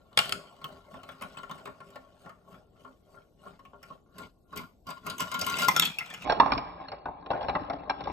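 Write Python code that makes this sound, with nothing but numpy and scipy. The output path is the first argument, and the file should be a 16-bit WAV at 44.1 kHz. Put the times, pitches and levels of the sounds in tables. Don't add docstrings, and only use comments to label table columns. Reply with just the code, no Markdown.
import sys
import numpy as np
from scipy import signal
from scipy.fft import rfft, irfft, next_fast_len
from scipy.io import wavfile
from scipy.ndimage import uniform_filter1d

SR = 44100
rng = np.random.default_rng(int(sys.argv[2]) if len(sys.argv) > 2 else 0)


def int16_out(signal):
    q = np.round(np.clip(np.atleast_2d(signal).T, -1, 1) * 32767)
    wavfile.write(sys.argv[1], SR, q.astype(np.int16))


def gain_from_decibels(decibels):
    exponent = np.asarray(decibels, float) / 20
    return 10 ** exponent


N = 358091
CUT_S = 6.241
HIT_LEN = 4096
PRESS_DB = -60

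FUNNEL_EDGES_HZ, CHUTE_EDGES_HZ, SLOW_EDGES_HZ = (600 - 40, 1550, 6000), (600, 2400, 6000), (400, 1400, 3000)
FUNNEL_LAW = dict(clack_db=-68.5, clack_slope=1.5, rumble_db=-65.5, rumble_slope=0.6)
LAP_LAW = dict(clack_db=-69.5, clack_slope=1.04, clack_width=1.11)

# (centre [Hz], width [Hz], gain over colour [dB])
FUNNEL_MODES = [(82.4, 51, 8), (175, 38, 11), (260.8, 4.7, 15.5), (400.6, 7.43, 19), (440, 28, -8),
                (591, 100, 13.5), (1100, 28.7, 13), (1380, 39, 17), (1800, 140, 0.5), (2110, 120, -2),
                (2950, 330, 0), (3620, 24, -8.5), (4088, 15, 5), (4580, 610, -4.5), (6147, 120, -13),
                (6460, 47, -9), (7780, 82, 8.5), (8554, 500, 7)]
# (centre [Hz], width [Hz], gain over colour [dB])
THROAT_MODES = [(87.7, 34, 6.5), (182.6, 16, 14), (256, 28, 10), (423, 25.4, 9.5), (620, 76.5, 7.5),
                (1080, 62, 17), (1400, 23, 24), (2100, 102, 6.5), (2900, 260, -3.5), (3915, 160, -0.5),
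                (4700, 150, 6), (5950, 65, -6.5), (6370, 48, -5), (7910, 180, -2.5)]
# (frequency [Hz], level [dB])
FUNNEL_COLOUR = [(35, -44), (60, -10.5), (177, -4.5), (774, -12), (1100, -10.5), (1700, -21), (2950, -14),
                 (9000, -29), (10200, -21), (11100, -31), (12700, -28), (16400, -30)]
# (frequency [Hz], level [dB])
CHUTE_COLOUR = [(35, -46), (60, -16), (912, -14.5), (1390, -14), (1800, -14), (3310, -7.5), (9980, -1.5),
                (13900, -9), (16400, -10)]
# (time [s], level [dB], width [ms])
LAPS = [(.72, -56, 62), (.97, -57.5, 46), (1.29, -60, 45), (1.59, -55.5, 49), (1.91, -60.5, 43),
        (2.26, -60.5, 36), (2.55, -59.5, 47), (2.859, -63.5, 66), (3.17, -65, 71), (3.492, -58, 49),
        (3.91, -59, 43), (4.222, -48, 35), (4.59, -51, 39.6), (4.901, -48, 17.3), (5.092, -46, 29.6),
        (5.216, -51.5, 82)]


def colour(hz, points):
    f, db = np.transpose(points)
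    return gain_from_decibels(np.interp(np.log(hz + 1), np.log(f), db, right=-120))


def ring(hz, centre_hz, width_hz):
    return 1j * hz * width_hz / (centre_hz ** 2 - hz ** 2 + 1j * hz * width_hz)


def bands(hz, edges_hz):
    steps = [1 / (1 + (e / (hz + 1)) ** 8) for e in edges_hz]
    return -np.diff([1 + 0 * hz, *steps, 0 * hz], axis=0)


def bump(u):
    return np.exp(-u ** 2 / 2)


def ports(noise, hz, alike_hz, share):
    mid, side = rfft(noise)
    return mid + share * side * np.sqrt(hz / (hz + alike_hz)) * np.array([[1], [-1]])


def patchy(x, patch_db, smooth_hz, size):
    hz, _, z = signal.stft(x, SR, nperseg=512)
    cloud = rng.standard_normal(z.shape[1:])
    cloud = uniform_filter1d(uniform_filter1d(cloud, size[0], axis=0), size[1], axis=1)
    cloud = cloud / cloud.std() * (hz / (hz + smooth_hz))[:, None]
    return signal.istft(z * gain_from_decibels(patch_db * cloud), nperseg=512)[1][:, :x.shape[1]]


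def pressed(curve, clack_db, clack_slope, rumble_db, rumble_slope):
    return [(s, db, clack_db + clack_slope * (db - PRESS_DB), rumble_db + rumble_slope * (db - PRESS_DB))
            for s, db in curve]


def leaning(laps, clack_db, clack_slope, clack_width):
    return [(s, db, clack_db + clack_slope * (db - PRESS_DB), ms, ms * clack_width) for s, db, ms in laps]


def rolling(curve, laps, modes, points, edges_hz, grains_per_s, grain_db, hiss_db, lap_rumble_db, swish_db):
    # (time [s], level [dB], width [ms])
    shudders = [(0.349, -44, 31), (1.24, -52.5, 19), (1.52, -70, 11), (1.69, -55.5, 25), (4.6, -47.5, 38),
                (5.1, -56, 13), (5.235, -49.5, 18), (5.47, -50.5, 89), (6.57, -43.5, 31), (5.75, -43, 94),
                (6.45, -49, 83), (6.2, -57, 57)]
    s, body_db, clack_db, rumble_db = np.transpose(curve)
    i = int(s[0] * SR)
    n = next_fast_len(int(s[-1] * SR) - i)
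    hz, t = np.fft.rfftfreq(n, 1 / SR), (i + np.arange(n)) / SR

    body = sum(gain_from_decibels(db) * bump((t - at) * 1000 / ms) for at, db, _, ms, _ in laps)
    clack = sum(gain_from_decibels(db) * bump((t - at) * 1000 / ms + 0.084) for at, _, db, _, ms in laps)
    swish = gain_from_decibels(swish_db) * sum(bump(((t - lap[0]) * 1000 + 42) / 22) for lap in laps)
    shudder = sum(gain_from_decibels(db) * bump((t - at) * 1000 / ms) for at, db, ms in shudders)
    rumble = np.hypot(gain_from_decibels(np.interp(t, s, rumble_db)) + shudder, gain_from_decibels(lap_rumble_db) * clack)
    body = np.hypot(body, gain_from_decibels(np.interp(t, s, body_db)))
    clack = np.hypot(clack, gain_from_decibels(np.interp(t, s, clack_db)))
    hiss = np.hypot(clack * gain_from_decibels(hiss_db), swish)

    strengths = gain_from_decibels(grain_db * np.minimum(rng.exponential(size=n), 3))
    grains = (rng.random(n) < grains_per_s / SR) * strengths
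    both = ports(rng.standard_normal((2, n)) * uniform_filter1d(grains, size=60), hz, 1200, 0.7)
    both = rfft(patchy(irfft(both, n), 5.0, 350, size=(3, 7)))
    both = both * colour(hz, points) * (1 + sum(gain_from_decibels(g) * ring(hz, f, w) for f, w, g in modes))
    out = np.zeros((2, N + n))
    for band, gain in zip(bands(hz, edges_hz), (rumble, body, clack, hiss)):
        part = irfft(both * band, n)
        waver = np.repeat(rng.standard_normal(n // 600 + 1), 600)[:n]
        waver = uniform_filter1d(waver, size=600)
        out[:, i:i + n] += part / part.mean(axis=0).std() * gain * gain_from_decibels(2.0 * waver) * (t < s[-1])
    return out[:, :N]


def touched(hits, contact_ms, shorter, tick_db, tick_slope):
    return [(s, db, bright, tick_db + tick_slope * bright, hz, contact_ms * gain_from_decibels(shorter * min(-20 - db, 0)))
            for s, db, bright, hz in hits]


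def knocks(hits, modes, points, edges_hz, tick_s, rise_s, tick_db, ring_hz, ring_db, thud_db, scatter_db):
    out = np.zeros((2, N + HIT_LEN))
    hz, t = np.fft.rfftfreq(HIT_LEN, 1 / SR), np.arange(HIT_LEN) / SR
    lead = 256
    split = bands(hz, edges_hz) * colour(hz, points) * np.exp(-2j * np.pi * hz * lead / SR)
    rings = np.array([gain_from_decibels(g) * ring(hz, f, w) for f, w, g in modes])
    tick_shape = np.exp(-t / tick_s) * (1 - np.exp(-(t / rise_s) ** 2))
    upper = hz / (hz + edges_hz[1])
    treble_fade = np.exp(-np.maximum(t - lead / SR, 0) / (0.0077 * 6000 / edges_hz[2]))
    for s, db, clack_db, top_db, own_hz, contact_ms in hits:
        noise = rng.standard_normal((2, HIT_LEN))
        luck = rng.standard_normal((2, len(modes)))
        u = t / (max(contact_ms, .5) / 1000)
        scrape = ports(noise * u * np.exp(1 - u), hz, 1500, 0.4) / (1 + (hz / edges_hz[2]) ** 2)
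        tick = ports(noise * tick_shape, hz, 1500, 0.7) * upper
        own_ring = gain_from_decibels(ring_db) * ring(hz, own_hz, ring_hz * max(own_hz / 1000, 1))
        body = 1 + gain_from_decibels(scatter_db * luck) @ rings + own_ring
        spot = np.interp(hz / edges_hz[2], np.linspace(0, 4, 40), noise[0, -40:])
        body = body * gain_from_decibels(6 * spot * upper)
        parts = irfft(split[:, None] * (scrape + gain_from_decibels(tick_db) * tick) * body)
        parts[-1] *= treble_fade
        peaks = np.abs(parts.mean(axis=1)).max(axis=1)
        gains = gain_from_decibels(db + np.array([thud_db, 0, clack_db, top_db])) / peaks
        i = int(s * SR) - lead
        out[:, i:i + HIT_LEN] += np.tensordot(gains, parts, 1)
    return out[:, :N]


def pings(rows, rise_ms, right_lag_rad):
    out = np.zeros((2, N + 2 * HIT_LEN))
    t = np.arange(2 * HIT_LEN) / SR
    for s, hz, db, t60_ms in rows:
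        shape = gain_from_decibels(db - 60000 * t / max(t60_ms, 5)) * (1 - np.exp(-1000 * t / rise_ms))
        i = int(s * SR)
        out[:, i:i + len(t)] += shape * np.sin(2 * np.pi * hz * t - np.array([[0], [right_lag_rad]]))
    return out[:, :N]


def room(x, t60_s, treble_t60_s, wet_db, treble_db, gap_s):
    t = np.arange(int(.9 * SR)) / SR
    noise = ports(rng.standard_normal((2, len(t))), np.fft.rfftfreq(len(t), 1 / SR), 300, 1.0)
    noise = irfft(noise, len(t))
    low = uniform_filter1d(noise, size=12)
    tail = low * gain_from_decibels(-60 * t / t60_s) + (noise - low) * gain_from_decibels(treble_db - 60 * t / treble_t60_s)
    tail = tail * (t > gap_s)
    return x + gain_from_decibels(wet_db) * signal.fftconvolve(x.mean(axis=0, keepdims=True), tail, axes=1)[:, :N]


def place(x, pan_db, bass_cut_hz, alike_hz, step_hz, turn_hz, share, lead_rad, lead_hz):
    n = next_fast_len(N)
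    hz = np.fft.rfftfreq(n, 1 / SR)
    sign = np.array([[.5], [-.5]])
    alike = share / (1 + (alike_hz / (hz + 1)) ** 12)
    skew = np.exp(-1j * sign * lead_rad * np.exp(-2 * np.log((hz + 1) / lead_hz) ** 2))
    both = rfft(x.mean(axis=0), n) * np.exp(-2j * np.pi * sign * (hz - step_hz) / turn_hz)
    z = (1 - alike) * rfft(x * gain_from_decibels(sign * pan_db), n) * skew + alike * both * gain_from_decibels(3.0)
    return irfft(z * (1 - .85 / (1 + (hz / bass_cut_hz) ** 4)), n)[:, :N]


def room_tone():
    # (frequency [Hz], level [dB])
    tone_colour = [(12, -33.5), (20, 14.5), (700, -3.5), (1150, -27.5), (1480, -29.5), (1860, -40),
                   (3530, -28), (8180, -30), (14000, -29)]
    hz = np.fft.rfftfreq(N, 1 / SR)
    x = irfft(ports(rng.standard_normal((2, N)), hz, 900, 1.0) * colour(hz, tone_colour), N)
    x = x / x.mean(axis=0).std() * gain_from_decibels(-64)
    return patchy(x, 2.6, 500, size=(2, 24))


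def funnel_roll():
    # (time [s], level [dB])
    press = [(0.0, -68.5), (.1, -69), (.165, -59.5), (.2, -40.5), (.36, -55), (.54, -59.5), (.74, -68),
             (1.09, -58.5), (1.99, -63.5), (2.58, -71), (3.46, -102.5), (3.64, -69.5), (3.92, -68.5),
             (4.06, -84)]
    return rolling(pressed(press, **FUNNEL_LAW), leaning(LAPS, **LAP_LAW), FUNNEL_MODES, FUNNEL_COLOUR,
                   FUNNEL_EDGES_HZ, grains_per_s=6700, grain_db=1.3, hiss_db=-10.5, lap_rumble_db=8.8,
                   swish_db=-76.0)


def drop_knocks():
    # (time [s], body peak [dB], brightness re body [dB], loudest ring [Hz])
    drops = [
        (.129, -52.5, -1, 2900),
        (.174, -23.5, 15, 3430),
        (.189, -24, 11, 2883),
        (.257, -35, 3, 2810),
        (.293, -42.5, 18, 4700),
        (.323, -36.5, 18.5, 4500),
    ]
    held = [(f, w * 3, g + 0.5) for f, w, g in FUNNEL_MODES]
    rows = touched(drops, contact_ms=3.5, shorter=-0.6, tick_db=-10.5, tick_slope=1.2632)
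    return knocks(rows, held, FUNNEL_COLOUR, FUNNEL_EDGES_HZ, tick_s=0.0018, rise_s=0.00054, tick_db=14,
                  ring_hz=100, ring_db=9.1, thud_db=-8.0, scatter_db=1.86)


def near_pings():
    # (time [s], frequency [Hz], peak [dB], t60 [ms])
    near_modes = [(.174, 3330, -16.5, 33), (.174, 7860, -24, 15), (.189, 2900, -22, 60),
                  (.3225, 3120, -16, 16), (.642, 3380, -31, 27), (1.034, 3020, -50, 61),
                  (1.09, 3400, -48.5, 140), (1.222, 2650, -48, 60), (1.37, 2600, -40, 52),
                  (1.433, 2950, -42, 36), (1.508, 3020, -62, 65), (5.098, 3860, -36.5, 42),
                  (5.411, 4700, -29, 25), (5.222, 180, -33.5, 200), (5.443, 3000, -27, 38),
                  (5.513, 1100, -29.5, 87), (5.541, 2720, -22, 27), (5.592, 1980, -31.5, 19),
                  (5.684, 6430, -25.5, 24), (5.763, 5530, -24.5, 36), (5.7965, 9100, -17.5, 11),
                  (5.7965, 12000, -17, 19), (5.7965, 14200, -17.5, 16), (5.851, 13370, -30.5, 31),
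                  (5.851, 3370, -27, 30), (5.9855, 2630, -18, 21), (6.0075, 2080, -27.5, 61),
                  (5.8215, 3450, -21, 52)]
    return pings(near_modes, rise_ms=0.35, right_lag_rad=0.48)


def seam_knocks():
    # (time [s], body peak [dB], brightness re body [dB], loudest ring [Hz])
    seams = [(.614, -44.5, -7, 1170), (.641, -36, 3, 1270), (.94, -39, -9, 700), (1.031, -47, 1, 1370),
             (1.088, -39, -2.5, 1300), (1.118, -48, -1, 1230), (1.21, -37, -5, 1100),
             (1.22, -38.5, 5, 1050), (1.231, -38.5, -4, 1380), (1.343, -50.5, -2, 1100),
             (1.37, -37.5, -3, 1080), (1.384, -40, -3.5, 1050), (1.431, -39, -4.5, 1400),
             (1.494, -36, -7, 1050), (1.51, -36, -2, 1100), (1.58, -51, 1.5, 1100), (1.592, -51, -15, 1100),
             (1.654, -37.5, -2.5, 1260), (1.672, -37.5, -6, 1160), (1.802, -42.5, -8, 1280),
             (1.902, -73, 18.5, 670), (1.956, -37.5, -6.5, 644), (2.258, -41.5, -12, 1100),
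             (2.292, -44, -3.5, 1250), (2.541, -47.5, -11, 1380), (2.847, -41.5, -15.5, 1100),
             (2.87, -46.5, -27, 1380), (3.141, -50, -18, 1100), (3.17, -46.5, -26, 1380),
             (3.436, -71, -31.5, 613), (3.461, -39.5, -42, 1090), (3.591, -48, -7, 1100),
             (3.65, -48.5, -3, 750), (3.732, -43, -22.5, 634), (3.828, -49.5, 5.5, 650),
             (3.902, -38.5, -31, 1140)]
    # (frequency [Hz], level [dB])
    seam_colour = [(35, -46), (60, -15), (177, -2.5), (774, -11.5), (1100, -5), (1600, -15.5), (2700, -12),
                   (3700, -18.5), (9000, -26.5), (10200, -27), (12700, -26), (16400, -16.5)]
    rows = touched(seams, contact_ms=6, shorter=0, tick_db=-6, tick_slope=1.37)
    return knocks(rows, FUNNEL_MODES, seam_colour, FUNNEL_EDGES_HZ, tick_s=0.005, rise_s=0.0021, tick_db=7,
                  ring_hz=160, ring_db=12.5, thud_db=-9.0, scatter_db=6.6)


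def throat_roll():
    # (time [s], level [dB])
    press = [(4.06, -72), (4.4, -85.5), (4.7, -70), (4.84, -99), (4.98, -56), (5.05, -86), (5.16, -70),
             (5.28, -50.5), (5.38, -52), (5.55, -41), (5.63, -40), (5.68, -50.5)]
    return rolling(pressed(press, **FUNNEL_LAW), leaning(LAPS, **LAP_LAW), THROAT_MODES, FUNNEL_COLOUR,
                   FUNNEL_EDGES_HZ, grains_per_s=8600, grain_db=7.4, hiss_db=-11.0, lap_rumble_db=7.3,
                   swish_db=-98)


def spin_knocks():
    # (time [s], body peak [dB], brightness re body [dB], loudest ring [Hz])
    spins = [(4.181, -55.5, 12, 1100), (4.525, -37, -15.5, 1230), (4.559, -43, 5, 1080),
             (4.571, -51.5, 16, 1080), (4.59, -39, -6.5, 1400), (4.607, -54.5, -23, 1100),
             (4.867, -39, -5.5, 1120), (4.902, -41.5, 3, 1400), (5.112, -40, -11.5, 1400),
             (5.18, -52, 14.5, 2900), (5.218, -43, 9.5, 1400), (5.235, -42.5, -11, 2100),
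             (5.478, -44.5, 9, 1100), (5.594, -31.5, 3.5, 1100), (5.617, -30, 6, 2900),
             (5.642, -43, 14.5, 2900), (5.656, -50.5, 1, 3100), (4.888, -34.5, -7.5, 1380),
             (5.064, -32.5, 0.5, 1050), (5.097, -47.5, 15.5, 1400), (5.194, -29.5, -1.5, 1400),
             (5.202, -32.5, 5.5, 1140), (5.314, -34.5, 3, 1390), (5.341, -28.5, 0, 1050),
             (5.39, -43, 12, 1050), (5.411, -30, 5.5, 4700), (5.445, -53, 14, 2990),
             (5.463, -32, 5.5, 1143), (5.496, -34.5, 6, 1400), (5.517, -34.5, -0.5, 1100),
             (5.545, -60, -12.5, 1095), (5.566, -40.5, 7, 1084), (5.584, -38, 11, 2580),
             (5.604, -36, 5.5, 1160), (5.629, -38, 9, 2786)]
    rows = touched(spins, contact_ms=10, shorter=0, tick_db=-2.5, tick_slope=1.29)
    return knocks(rows, THROAT_MODES, FUNNEL_COLOUR, FUNNEL_EDGES_HZ, tick_s=0.009, rise_s=0.0023, tick_db=8.7,
                  ring_hz=100, ring_db=7.2, thud_db=-12.0, scatter_db=6.9)


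def hole_knocks():
    # (time [s], body peak [dB], brightness re body [dB], loudest ring [Hz])
    rattles = [(5.679, -27, -2.5, 1210), (5.684, -11, -4, 1050), (5.688, -17.5, -9.5, 2040),
               (5.71, -37, 1.5, 2100), (5.749, -35, -8.5, 1380), (5.768, -28, 3.5, 1380),
               (5.81, -44.5, -10, 3400), (5.833, -34.5, -3, 3400), (5.843, -35.5, 0.5, 3400),
               (5.763, -16, -4.5, 1380), (5.7965, -15.5, 6.5, 3290), (5.821, -21.5, 2, 3400),
               (5.851, -32, 12, 2570), (5.868, -32, 0.5, 3450), (5.985, -32, 1.5, 2740),
               (6.008, -31.5, -38, 2080), (6.0595, -41, -7, 2720), (6.1, -37, -7.5, 1770),
               (6.138, -33.5, -6, 2950), (6.22, -38.5, -14, 2650)]
    # (centre [Hz], width [Hz], gain over colour [dB])
    chute_modes = [(1370, 83, 2.6), (2080, 36.4, 3), (2720, 200, 2), (3350, 86, 11.5), (3400, 160, 8.3),
                   (14200, 630, 8.7), (5420, 300, 4.7), (12000, 190, 3.1)]
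    rows = touched(rattles, contact_ms=6.5, shorter=3.4, tick_db=-2.5, tick_slope=0.57)
    return knocks(rows, chute_modes, CHUTE_COLOUR, CHUTE_EDGES_HZ, tick_s=0.0022, rise_s=0.0017, tick_db=3.87,
                  ring_hz=67, ring_db=19.0, thud_db=-18.5, scatter_db=5.7)


def chute_roll():
    # (time [s], level [dB])
    press = [
        (5.68, -42.5),
        (5.986, -56.5),
        (6.25, -49),
    ]
    # (centre [Hz], width [Hz], gain over colour [dB])
    exit_modes = [(174, 35, 48.8), (421, 51, 1.97), (1400, 110, 3.7), (2080, 59, 9), (2400, 210, 25.5),
                  (4770, 160, 3.6)]
    force = pressed(press, clack_db=-65, clack_slope=0.74, rumble_db=-72.5, rumble_slope=1.18)
    return rolling(force, [], exit_modes, CHUTE_COLOUR, CHUTE_EDGES_HZ, grains_per_s=4300, grain_db=2.2,
                   hiss_db=-11.0, lap_rumble_db=-4, swish_db=-120)


def slowed_chute():
    # (time [s], body peak [dB], brightness re body [dB], loudest ring [Hz])
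    slow_hits = [(6.272, -33, -5, 694), (6.297, -15, -8, 685), (6.304, -25, -0.5, 910),
                 (6.312, -24.5, -15.5, 515), (6.385, -31, -26, 1100), (6.412, -22, -16, 1050),
                 (6.424, -19, -20, 1100), (6.444, -37, -8, 1050), (6.475, -24.5, -13, 1034),
                 (6.533, -25, -3, 1000), (6.55, -29, -8, 1030), (6.93, -29.5, -20, 620),
                 (7.066, -31, -25, 824), (7.108, -42, -26.5, 870), (7.312, -23.5, -10.5, 850),
                 (7.347, -28, -23, 620), (7.41, -29.5, -12.5, 820), (7.445, -28.5, -15, 705),
                 (7.557, -21.5, -17, 1010), (7.908, -27, -14, 890), (6.321, -20, -5.5, 523),
                 (6.4, -9, -6.5, 945), (6.46, -15.5, -16.5, 956), (6.502, -29, -11, 1020),
                 (6.52, -19.5, -2, 1050), (6.577, -30, 0.5, 720), (6.813, -40, -13.5, 656),
                 (6.884, -44, 3.5, 627), (6.918, -33.5, -4.5, 657), (7.056, -24.5, -15, 960),
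                 (7.083, -27, -25.5, 866), (7.261, -33, -9, 537), (7.304, -21.5, -11.5, 634),
                 (7.333, -22, -17.5, 620), (7.428, -37.5, -3, 556), (7.484, -21.5, -9, 930),
                 (7.494, -22, -9.5, 810), (7.551, -22.5, -8, 1906), (7.699, -24, -10, 750),
                 (7.732, -28.5, -10, 716), (7.898, -23, -4.5, 910), (8.006, -31.5, -7, 870),
                 (8.039, -53.5, 8, 790), (8.072, -27.5, -9.5, 925), (8.097, -28, -26, 950)]
    # (time [s], frequency [Hz], peak [dB], t60 [ms])
    slow_rings = [(6.297, 1600, -22, 70), (6.298, 900, -15.5, 60), (6.4, 944, -1, 30),
                  (6.41, 1060, -18, 150), (6.519, 2400, -30, 80), (6.52, 1450, -23, 50),
                  (6.52, 270, -30, 150), (7.304, 790, -19.5, 50), (7.305, 2700, -39.5, 60),
                  (7.333, 1450, -30.5, 80), (7.495, 2300, -42, 90), (7.552, 1950, -28, 60),
                  (7.552, 1050, -19.5, 50), (7.556, 2680, -36, 40), (7.056, 1486, -35, 100),
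                  (7.896, 1600, -25.5, 80), (7.896, 2350, -29.5, 60), (7.897, 898, -16.5, 40),
                  (8.072, 856, -24, 60), (7.896, 4100, -36.5, 70), (7.968, 964, -58, 50),
                  (8.059, 568, -31, 50)]
    # (time [s], level [dB])
    press = [(6.24, -34.5), (6.448, -46), (6.694, -51.5), (7.082, -58), (7.316, -54.5), (7.474, -44.5),
             (7.75, -49), (7.94, -53.5), (8.12, -40.5)]
    # (time [s], level [dB], width [ms])
    swells = [
        (6.831, -47.5, 35),
        (6.948, -55, 25),
        (7.36, -32.5, 30.5),
        (7.432, -35, 22),
    ]
    # (centre [Hz], width [Hz], gain over colour [dB])
    slow_modes = [(58.3, 13, 5.9), (167, 21, 1.6), (278, 15, 11), (437, 2.8, 10), (611, 27, 8),
                  (799, 65, 7.6), (1050, 21, 14.8), (1610, 16, 12), (1960, 9.5, 1.9), (2284, 150, 4.5),
                  (3800, 29, 2.8), (4260, 44, 2.2), (5640, 28, 1.5)]
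    # (frequency [Hz], level [dB])
    slow_colour = [(18, -25.5), (30, -4.5), (271, -7.5), (331, -7), (771, -3), (2140, -26.5), (2340, -29.5),
                   (2990, -22.5), (4180, -24.5), (5460, -28), (6100, -53), (7930, -80), (13400, -120)]
    rows = touched(slow_hits, contact_ms=5, shorter=3, tick_db=-1, tick_slope=1.54)
    hits = knocks(rows, slow_modes, slow_colour, SLOW_EDGES_HZ, tick_s=0.0066, rise_s=0.0004, tick_db=6.9,
                  ring_hz=240, ring_db=21, thud_db=-12.5, scatter_db=2.7)
    hits = room(hits, t60_s=0.89, treble_t60_s=0.78, wet_db=-43.5, treble_db=-3.5, gap_s=0.0087)
    force = pressed(press, clack_db=-74.5, clack_slope=1.2544, rumble_db=-59, rumble_slope=0.8536)
    lean = leaning(swells, clack_db=-66, clack_slope=0.45, clack_width=0.89)
    roll = rolling(force, lean, slow_modes, slow_colour, SLOW_EDGES_HZ, grains_per_s=2500, grain_db=0.62,
                   hiss_db=-10.5, lap_rumble_db=1.5, swish_db=-120)
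    return pings(slow_rings, rise_ms=0.87, right_lag_rad=.3) + hits + roll


def scene():
    # (time [s], left over right [dB])
    slow_pan = [
        (6.24, -3.8),
        (6.47, -4.2),
        (6.55, .3),
        (7.2, 1.5),
        (8.12, 4),
    ]
    t = np.arange(N) / SR
    near = room_tone() + funnel_roll() + throat_roll() + chute_roll() + near_pings()
    hits = drop_knocks() + seam_knocks() + spin_knocks() + hole_knocks()
    near = near + room(hits, t60_s=0.22, treble_t60_s=0.3, wet_db=-32.5, treble_db=-7.0, gap_s=0.00082)
    near = place(near, 2.8, bass_cut_hz=30, alike_hz=6000, step_hz=7000, turn_hz=5750, share=.95,
                 lead_rad=-1.6, lead_hz=3000)
    slow = place(slowed_chute(), np.interp(t, *np.transpose(slow_pan)), bass_cut_hz=35, alike_hz=2000,
                 step_hz=2245, turn_hz=1670, share=.93, lead_rad=-.8, lead_hz=900)
    fade = np.clip((t - CUT_S) / 0.063, 0, 1)
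    return near * (1 - fade) ** 4 + np.sqrt(fade) * slow


def treble_gate(x, from_hz, quiet_db, masked_db, slow_hz, slow_db):
    hz, t, z = signal.stft(x, SR, nperseg=1024)
    group = np.arange(len(hz)) // 16
    power = np.add.reduceat((np.abs(z) ** 2).mean(axis=0), np.arange(0, len(hz), 16))
    quiet_db = quiet_db + slow_db * np.outer(hz[::16] > slow_hz, t > CUT_S)
    floor = gain_from_decibels(2 * quiet_db) + gain_from_decibels(2 * masked_db) * power.max(axis=0)
    margin_db = 10 * np.log10(power / floor + 1e-18)
    keep = np.where(hz[:, None] > from_hz, np.clip(margin_db[group] / 2, 0, 1), 1)
    return signal.istft(z * keep, SR, nperseg=1024)[1][:, :N]


def roll_off(x):
    return signal.sosfilt(signal.butter(12, 16480, fs=SR, output="sos"), x)


def record(dry):
    mix = treble_gate(dry, from_hz=2800, quiet_db=-97, masked_db=-47, slow_hz=4450, slow_db=16)
    return roll_off(mix)


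dry = scene()
out = record(dry)
int16_out(out)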